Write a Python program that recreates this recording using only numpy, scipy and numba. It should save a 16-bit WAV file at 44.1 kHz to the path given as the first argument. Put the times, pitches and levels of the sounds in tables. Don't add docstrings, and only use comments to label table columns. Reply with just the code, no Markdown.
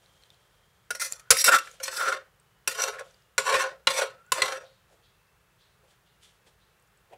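import sys
import numpy as np
from scipy import signal
from scipy.fft import rfft, irfft
from scipy.io import wavfile
from scipy.ndimage import uniform_filter1d
from numba import njit

SR = 44100
rng = np.random.default_rng(int(sys.argv[2]) if len(sys.argv) > 2 else 0)


def store_pcm(level_fs):
    pcm = np.round(np.clip(level_fs, -1, 1) * 32767).astype(np.int16)
    wavfile.write(sys.argv[1], SR, np.atleast_2d(pcm).T)


def level_to_linear(level):
    exponent = np.asarray(level, float) / 20
    return 10 ** exponent


N = 316197
TIME = np.arange(N) / SR


def unit(x):
    return x / np.sqrt(np.mean(x ** 2))


def add_at(out, s, sound):
    start = int(s * SR)
    out[..., start:start + sound.shape[-1]] += sound


@njit
def moving_bandpass(x, hz, width):
    y, band_state, low_state = np.empty(len(x)), 0., 0.
    for i in range(len(x)):
        g, damping = np.tan(np.pi * hz[i] / SR), width / hz[i]
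        v = (band_state + g * (x[i] - low_state)) / (1 + g * (g + damping))
        band_state = 2 * v - band_state
        low_state = low_state + 2 * g * v
        y[i] = damping * v
    return y


def ring(x, hz, width):
    centre = hz + 0 * TIME[:len(x)]
    return moving_bandpass(x, centre, 1. * width) * np.sqrt(SR / np.pi / width)


def band(x, lo, hi):
    steep = signal.butter(3, [lo, hi], "bandpass", fs=SR, output="sos")
    return signal.sosfilt(steep, x) * np.sqrt(SR / 2 / (hi - lo))


def walk(rate):
    hold = int(SR / rate)
    steps = np.repeat(rng.standard_normal(N // hold + 1), hold)
    return 1.5 * uniform_filter1d(uniform_filter1d(steps, hold), hold)[:N]


def gains(tables, fade_s):
    out = np.zeros((len(tables[0][0]) - 1, N))
    for table in tables:
        s, *columns = np.transpose(table)
        gate = (TIME >= s[0]) * np.exp(-np.maximum(TIME - s[-1], 0) / fade_s)
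        levels = [np.interp(TIME, s, column) for column in columns]
        out += gate * level_to_linear(np.minimum(levels, 0))
    return out


def grit(scatter_db, stutter_db):
    grains = rng.standard_normal(N) * level_to_linear(scatter_db * rng.exponential(size=N))
    return unit(grains * level_to_linear(stutter_db * walk(90)))


def echo(x, t60_s):
    tail = rng.standard_normal(SR // 2) * level_to_linear(-60 * TIME[:SR // 2] / t60_s)
    return signal.fftconvolve(x, tail / np.sqrt(np.sum(tail ** 2)))[:N]


# f/Hz, relative level/dB in each Hz
HUM_COLOUR = [(15, -38.5), (30, -30), (42, -3), (56, -3), (75, -8), (117, -3), (195, -8.5), (249, -23.5),
              (427, -12), (641, -16.5), (1260, -13.5), (1650, -15), (2690, -21.5), (3340, -22), (4030, -25),
              (5140, -27), (16000, -30.5)]
# t/s, f/Hz, level/dB
WHINE_PATH = [(0, 3180, -73), (.9, 3230, -78.5), (4.7, 2630, -82), (5.3, 2651, -80), (5.9, 2620, -82.5),
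              (6.1, 2900, -81), (6.4, 2600, -81.5), (6.9, 2700, -83)]


def background():
    hz, db = np.transpose(HUM_COLOUR)
    f = np.maximum(np.fft.rfftfreq(N, 1 / SR), 1)
    colour = level_to_linear(np.interp(np.log(f), np.log(hz), db))
    hum = unit(irfft(rfft(rng.standard_normal(N)) * colour, N))
    s, whine_hz, whine_db = np.transpose(WHINE_PATH)
    whine = ring(rng.standard_normal(N), np.interp(TIME, s, whine_hz), 45)
    hum_db = -65 + 0.2 * walk(3.4)
    return level_to_linear(hum_db) * hum + whine * level_to_linear(np.interp(TIME, s, whine_db))


# t/s, level/dB
BIRD_CHIRPS = [(4.63, -56.5), (5.02, -61), (5.585, -60.5), (6.05, -65.5), (6.589, -65.5)]


def bird():
    out, length_s = np.zeros(N), 0.036
    start_hz, end_hz = 3350, 4160
    for s, db in BIRD_CHIRPS:
        progress = np.clip((TIME - s) / length_s, 0, 1)[int(s * SR):int((s + length_s) * SR)]
        glide_hz = start_hz + (end_hz - start_hz) * progress
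        swell = np.sqrt(np.sin(np.pi * progress))
        call = ring(rng.standard_normal(len(progress)), glide_hz, 500) * swell
        add_at(out, s, level_to_linear(db) * call)
    return echo(out, t60_s=.6)


# t/s, f/Hz, level/dB
SQUEAK_PATH = [(4.12, 1270, -67.5), (4.2, 1350, -59), (4.24, 1380, -64), (4.3, 1490, -61)]


def squeak():
    s, hz, db = np.transpose(SQUEAK_PATH)
    level = gains([np.transpose([s, db])], fade_s=0.011)[0]
    return ring(rng.standard_normal(N), np.interp(TIME, s, hz), 17.0) * level


# t/s, level/dB,
# f/Hz
TICKS = [(0.0606, -45.5, 3950), (0.2244, -47, 4200), (0.2364, -39, 4100), (0.3032, -35.5, 3580),
         (0.3444, -48, 4100), (1.1233, -9.5, 7400), (1.134, -27, 4537), (1.655, -59.5, 1840),
         (1.714, -33, 6700), (2.3994, -44, 8440), (3.0784, -57, 3550), (3.11, -45, 6000),
         (3.144, -43, 4700), (3.222, -51, 5010), (4.2644, -49, 7400), (5.197, -64.5, 3960),
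         (5.2694, -61.5, 4830), (6.7994, -53, 8100), (6.8244, -51, 8900), (6.8737, -54, 6960),
         (6.9744, -49.5, 7900), (7.1044, -57.5, 3760)]
# t/s, low level/dB, treble level/dB, rise time constant/s, fall time constant/s
SALAD_RUSTLES = [(.2, -76.5, -71, 0.97, 0.75), (1.62, -70, -51, .02, 0.084), (3.06, -69.5, -62, .03, .1),
                 (4.928, -64, -69.5, 0.031, .06), (5.85, -70.5, -85.5, .03, 0.032),
                 (5.91, -73, -62.5, 0.019, .025), (6.235, -82, -56.5, .011, 0.055),
                 (6.472, -66, -63.5, .011, 0.031), (7.135, -50, -72.5, 0.017, 0.015)]


def salad():
    out, t = np.zeros(N), TIME[:400]
    for s, db, hz in TICKS:
        tone = np.sin(2 * np.pi * hz * t)
        noise = ring(rng.standard_normal(len(t)), hz, 2500)
        tick = np.exp(-t / 0.001484) * (.5 * tone + .2 * noise)
        add_at(out, s, level_to_linear(db) * tick)
    low, treble = np.zeros(N), np.zeros(N)
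    for s, low_db, treble_db, rise_s, fall_s in SALAD_RUSTLES:
        swell = np.exp(-abs(TIME - s) / np.where(TIME < s, rise_s, fall_s))
        low += level_to_linear(low_db) * swell
        treble += level_to_linear(treble_db) * swell
    grains = grit(scatter_db=2., stutter_db=1.3)
    body = 0.66 * band(grains, 320, 900) + 0.27 * band(grains, 1100, 3200) + .8 * ring(grains, 545, 90)
    wet = .7 * band(grains, 1200, 10000) + .65 * ring(grains, 3300, 700)
    return out + low * body + treble * wet


# t/s, level/dB, f/Hz
LOW_THUDS = [(0.928, -62, 138), (1.305, -42, 120), (2.675, -55, 150), (3.381, -50.5, 149.5),
             (3.535, -45.5, 130.5), (3.872, -46, 142.3), (4.319, -53.5, 130), (4.417, -49, 140)]


def thuds():
    out, t = np.zeros(N), TIME[:SR // 5]
    for s, db, hz in LOW_THUDS:
        push = level_to_linear(db) * np.exp(-t / 0.024) * rng.standard_normal(len(t))
        add_at(out, s, band(push, 0.32 * hz, 1.9 * hz))
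    return out


# t/s, width of the swell (standard deviation)/s, level/dB, f/Hz
MOUTH_SQUEALS = [(0.913, 0.0017, -32.5, 1420), (1.023, 0.011, -36.5, 1400), (1.18, 0.11, -63, 1200),
                 (1.315, 0.0047, -22, 1530), (1.454, .008, -27, 1396), (1.486, 0.0056, -13, 1398),
                 (1.521, 0.0052, -17.5, 1460), (1.544, 0.012, -10.5, 1304), (1.564, 0.0024, -19.5, 1364),
                 (1.57, 0.0026, -26.5, 1360), (1.676, 0.0029, -31.5, 1493), (2.01, 0.035, -28, 1393),
                 (2.07, 0.011, -23, 1320), (2.124, 0.0039, -22.5, 1404), (2.99, 0.0042, -34, 1631)]


def squeals():
    s, _, _, hz = np.transpose(MOUTH_SQUEALS)
    swell = sum(level_to_linear(db) * np.exp(-.5 * ((TIME - at) / half) ** 2) for at, half, db, _ in MOUTH_SQUEALS)
    return ring(swell * grit(scatter_db=1.5, stutter_db=3.0), np.interp(TIME, s, hz), 110)


# t/s, tilt (1 = full)
MORTAR_TILT = [(1.0, 0.24), (1.45, 0.28), (2.0, 0.31), (2.8, 0.61), (3.5, 1.04), (4.0, 1), (4.45, 0.69)]
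RANGE_TILT_DB = [0.5, 15, -2.5, 2, -5]
RANGE_BRIGHT_SHARE = [0, 0.15, .1, .85, 1.163]


def spread(s, db, bright_db, colour_db):
    tilt = np.interp(s, *np.transpose(MORTAR_TILT))
    from_tilt = np.outer(RANGE_TILT_DB, tilt)
    from_brightness = np.outer(RANGE_BRIGHT_SHARE, bright_db)
    return db + np.array(colour_db)[:, None] + from_tilt + from_brightness


# t/s, basic level/dB, brightness (treble over low rings)/dB
LADLE_STROKES = [
    [(0.912, -45, 0.5), (0.925, -63.5, 15.5), (0.99, -75, 13)],
    [(0.997, -59, 20), (1.03, -49, 17.5), (1.065, -59, 16.5), (1.14, -59, 6.5), (1.22, -71.5, 2)],
    [(1.32, -29, 5.5), (1.335, -45, 10), (1.362, -51, 15), (1.371, -46.5, 17.5), (1.4, -46.5, 23.5),
     (1.415, -49, 26), (1.436, -54, 0)],
    [(1.443, -46, 24), (1.465, -36.5, 15), (1.497, -27, -7.5), (1.507, -53.5, 6.5), (1.545, -39.5, 14.5),
     (1.565, -41, 7.5), (1.577, -56, 6.5), (1.6, -62, 2.5), (1.74, -60.5, 2)],
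    [(1.81, -40.5, -14.5), (1.827, -75, 16), (1.834, -49, 17), (1.85, -61.5, 23), (1.9, -55, 2.5),
     (1.92, -57, 10.5), (1.97, -43, 10), (2.07, -33, -8), (2.128, -30.5, -9.5), (2.16, -39.5, -18)],
    [(2.685, -38, 0), (2.7, -53, 14.5), (2.74, -55, 8.5), (2.8, -30.5, -5.5), (2.82, -37, 3.5),
     (2.89, -34.5, -5.5), (2.91, -41.5, -2.5), (2.98, -44.5, -20.5), (3.02, -50, -14.5)],
    [(3.392, -34, 2.5), (3.435, -51, 5), (3.465, -30, -4), (3.512, -28, -7), (3.53, -23.5, -4),
     (3.57, -32.5, -2), (3.625, -34.5, 1.5), (3.645, -35, -18), (3.67, -36.5, -14)],
    [(3.885, -35, 4), (3.94, -45, 7), (3.98, -35, 5), (4.03, -30, -7), (4.05, -38, -1.5)],
    [(4.335, -50.5, 13.5), (4.385, -32, -6), (4.41, -39.5, -7), (4.43, -31, -8.5), (4.46, -30.5, -4),
     (4.5, -39.5, -3), (4.518, -33.5, -9.5), (4.6, -48, -9.5)],
]
SCRAPE_COLOUR_DB = [-0.5, -14, -0.5, -2, 4.5]
STROKE_FADE_S = [
    [0.038],
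    [.025],
    [0.034],
    [.028],
    [0.018],
]


def scrapes():
    tables = []
    for stroke in LADLE_STROKES:
        s, db, bright_db = np.transpose(stroke)
        levels = spread(s, db, bright_db, SCRAPE_COLOUR_DB)
        tables.append(np.vstack([s, levels]).T)
    steady = gains(tables, fade_s=np.array(STROKE_FADE_S))
    return steady * unit(level_to_linear(3. * walk(90)))


# t/s, basic level/dB, brightness/dB, extra click of the ladle edge/dB
LADLE_KNOCKS = [(0.905, -26.5, 8.5, -0.5), (0.9492, -34.5, 7, 1.5), (1.195, -55, 15, 0.5),
                (1.3049, -17.5, 20, 2), (1.3136, -15.5, 10, -9.5), (1.3677, -43.5, 28.5, -1.5),
                (1.4407, -38.5, 31.5, 1), (1.4864, -14.5, 0, 6.5), (1.52, -47, 20, 7),
                (1.5838, -41, 20.5, -1.5), (1.673, -41.5, -1, -8), (1.8002, -35, -3, 0.5),
                (1.8553, -43, 22, -11.5), (1.8789, -31, 14, -14.5), (1.927, -33.5, 0, -7),
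                (2.124, -25.5, 1, -40), (2.6744, -27, 13, 4.5), (2.818, -27, 3, 8),
                (2.9931, -30, -16, 14.5), (3.3798, -18.5, 5, 2), (3.541, -24.5, 11, -10.5),
                (3.638, -28, 1.5, -8), (3.8707, -15.5, 13.5, -12), (4.3193, -23, 10, 5),
                (4.4188, -20.5, 14.5, -6.5), (4.5216, -25.5, 2.5, -15)]
KNOCK_COLOUR_DB = [-3, -10.5, 2, -3.5, -0.5]


def knocks():
    out, t = np.zeros((len(KNOCK_COLOUR_DB), N)), TIME[:SR // 10]
    force = (1 - np.exp(-t / .0006)) * np.exp(-t / 0.0038)
    for s, db, bright_db, edge_db in LADLE_KNOCKS:
        colour_db = [*KNOCK_COLOUR_DB[:-1], KNOCK_COLOUR_DB[-1] + edge_db]
        add_at(out, s, force * level_to_linear(spread([s], db, [bright_db], colour_db)))
    return out


# lowest f/Hz, highest f/Hz
RING_RANGES = [(350, 800), (900, 1180), (1180, 1700), (1700, 4500), (4500, 9000), (9000, 15500)]
# f/Hz, width/Hz, level/dB within the range before its total is evened out
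MORTAR_RINGS = [(538.8, 23, 0), (577.5, 50, -6), (1084, 48, 0), (1276, 40, -4.5), (1360, 40, -2),
                (1420, 45, -3), (1473, 40, -1), (1620, 48, -6), (1772, 140, -2.5), (2050, 45, -3),
                (2270, 1100, -0.5), (2267, 120, -1.5), (2712, 70, 0.5), (3480, 150, -0.5), (3760, 120, -6),
                (4120, 87, -8), (4640, 62, -10.5), (5636, 40, -2.5), (5586, 120, 0), (5930, 160, -1.5),
                (7300, 740, 0.5), (7960, 200, -6), (10000, 400, -1.5)]
CROWD_DB = [-5, -9, -9.5, 6, 6, 3.5]


def mortar():
    strength = np.hypot(scrapes(), knocks()) + 1e-9
    clay, edge = strength[3], strength[4]
    top = level_to_linear(-4.0) * edge * np.clip(edge / clay, 0, 2) ** 0.5
    force = np.vstack([strength, top]) * grit(scatter_db=1.89, stutter_db=0.6)
    out, crowd = 0, 0
    for push, (lo, hi), crowd_db in zip(force, RING_RANGES, CROWD_DB):
        rings = [(hz, width, db) for hz, width, db in MORTAR_RINGS if lo <= hz < hi]
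        total = np.sqrt(sum(level_to_linear(2 * db) for *_, db in rings) + level_to_linear(2 * crowd_db))
        shift = min(lo / 1700, 1) ** 2
        for hz, width, db in rings:
            swell = unit(level_to_linear(5.2 * shift * walk(16)))
            drift = 1 + 0.018 * shift * walk(6)
            out = out + swell * level_to_linear(db) / total * ring(push, hz * drift, width)
        crowd = crowd + level_to_linear(crowd_db) / total * band(push, lo, hi)
    place = 2 * walk(7)
    out = out + echo(crowd * np.cos(place), .035) + echo(crowd * np.sin(place), .035)
    out = signal.sosfilt(signal.butter(2, 9000, fs=SR, output="sos"), out)
    return signal.sosfilt(signal.butter(4, 420, "highpass", fs=SR, output="sos"), out)


def scene():
    near = mortar() + squeals() + thuds() + salad()
    dull = signal.sosfilt(signal.butter(1, 3500, fs=SR, output="sos"), near)
    room = echo(dull, t60_s=0.21)
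    return (near + level_to_linear(-8.5) * room + squeak() + bird() + background())[None]


def band_limit(x):
    return signal.sosfilt(signal.butter(12, 16820, fs=SR, output="sos"), x)


def record(dry):
    rounded = np.tanh(1.067 * dry) / 1.147
    top_cut = signal.ellip(8, .2, 50, 15700, fs=SR, output="sos")
    mix = signal.sosfilt(top_cut, rounded)
    return band_limit(mix)


dry = scene()
out = record(dry)
store_pcm(out)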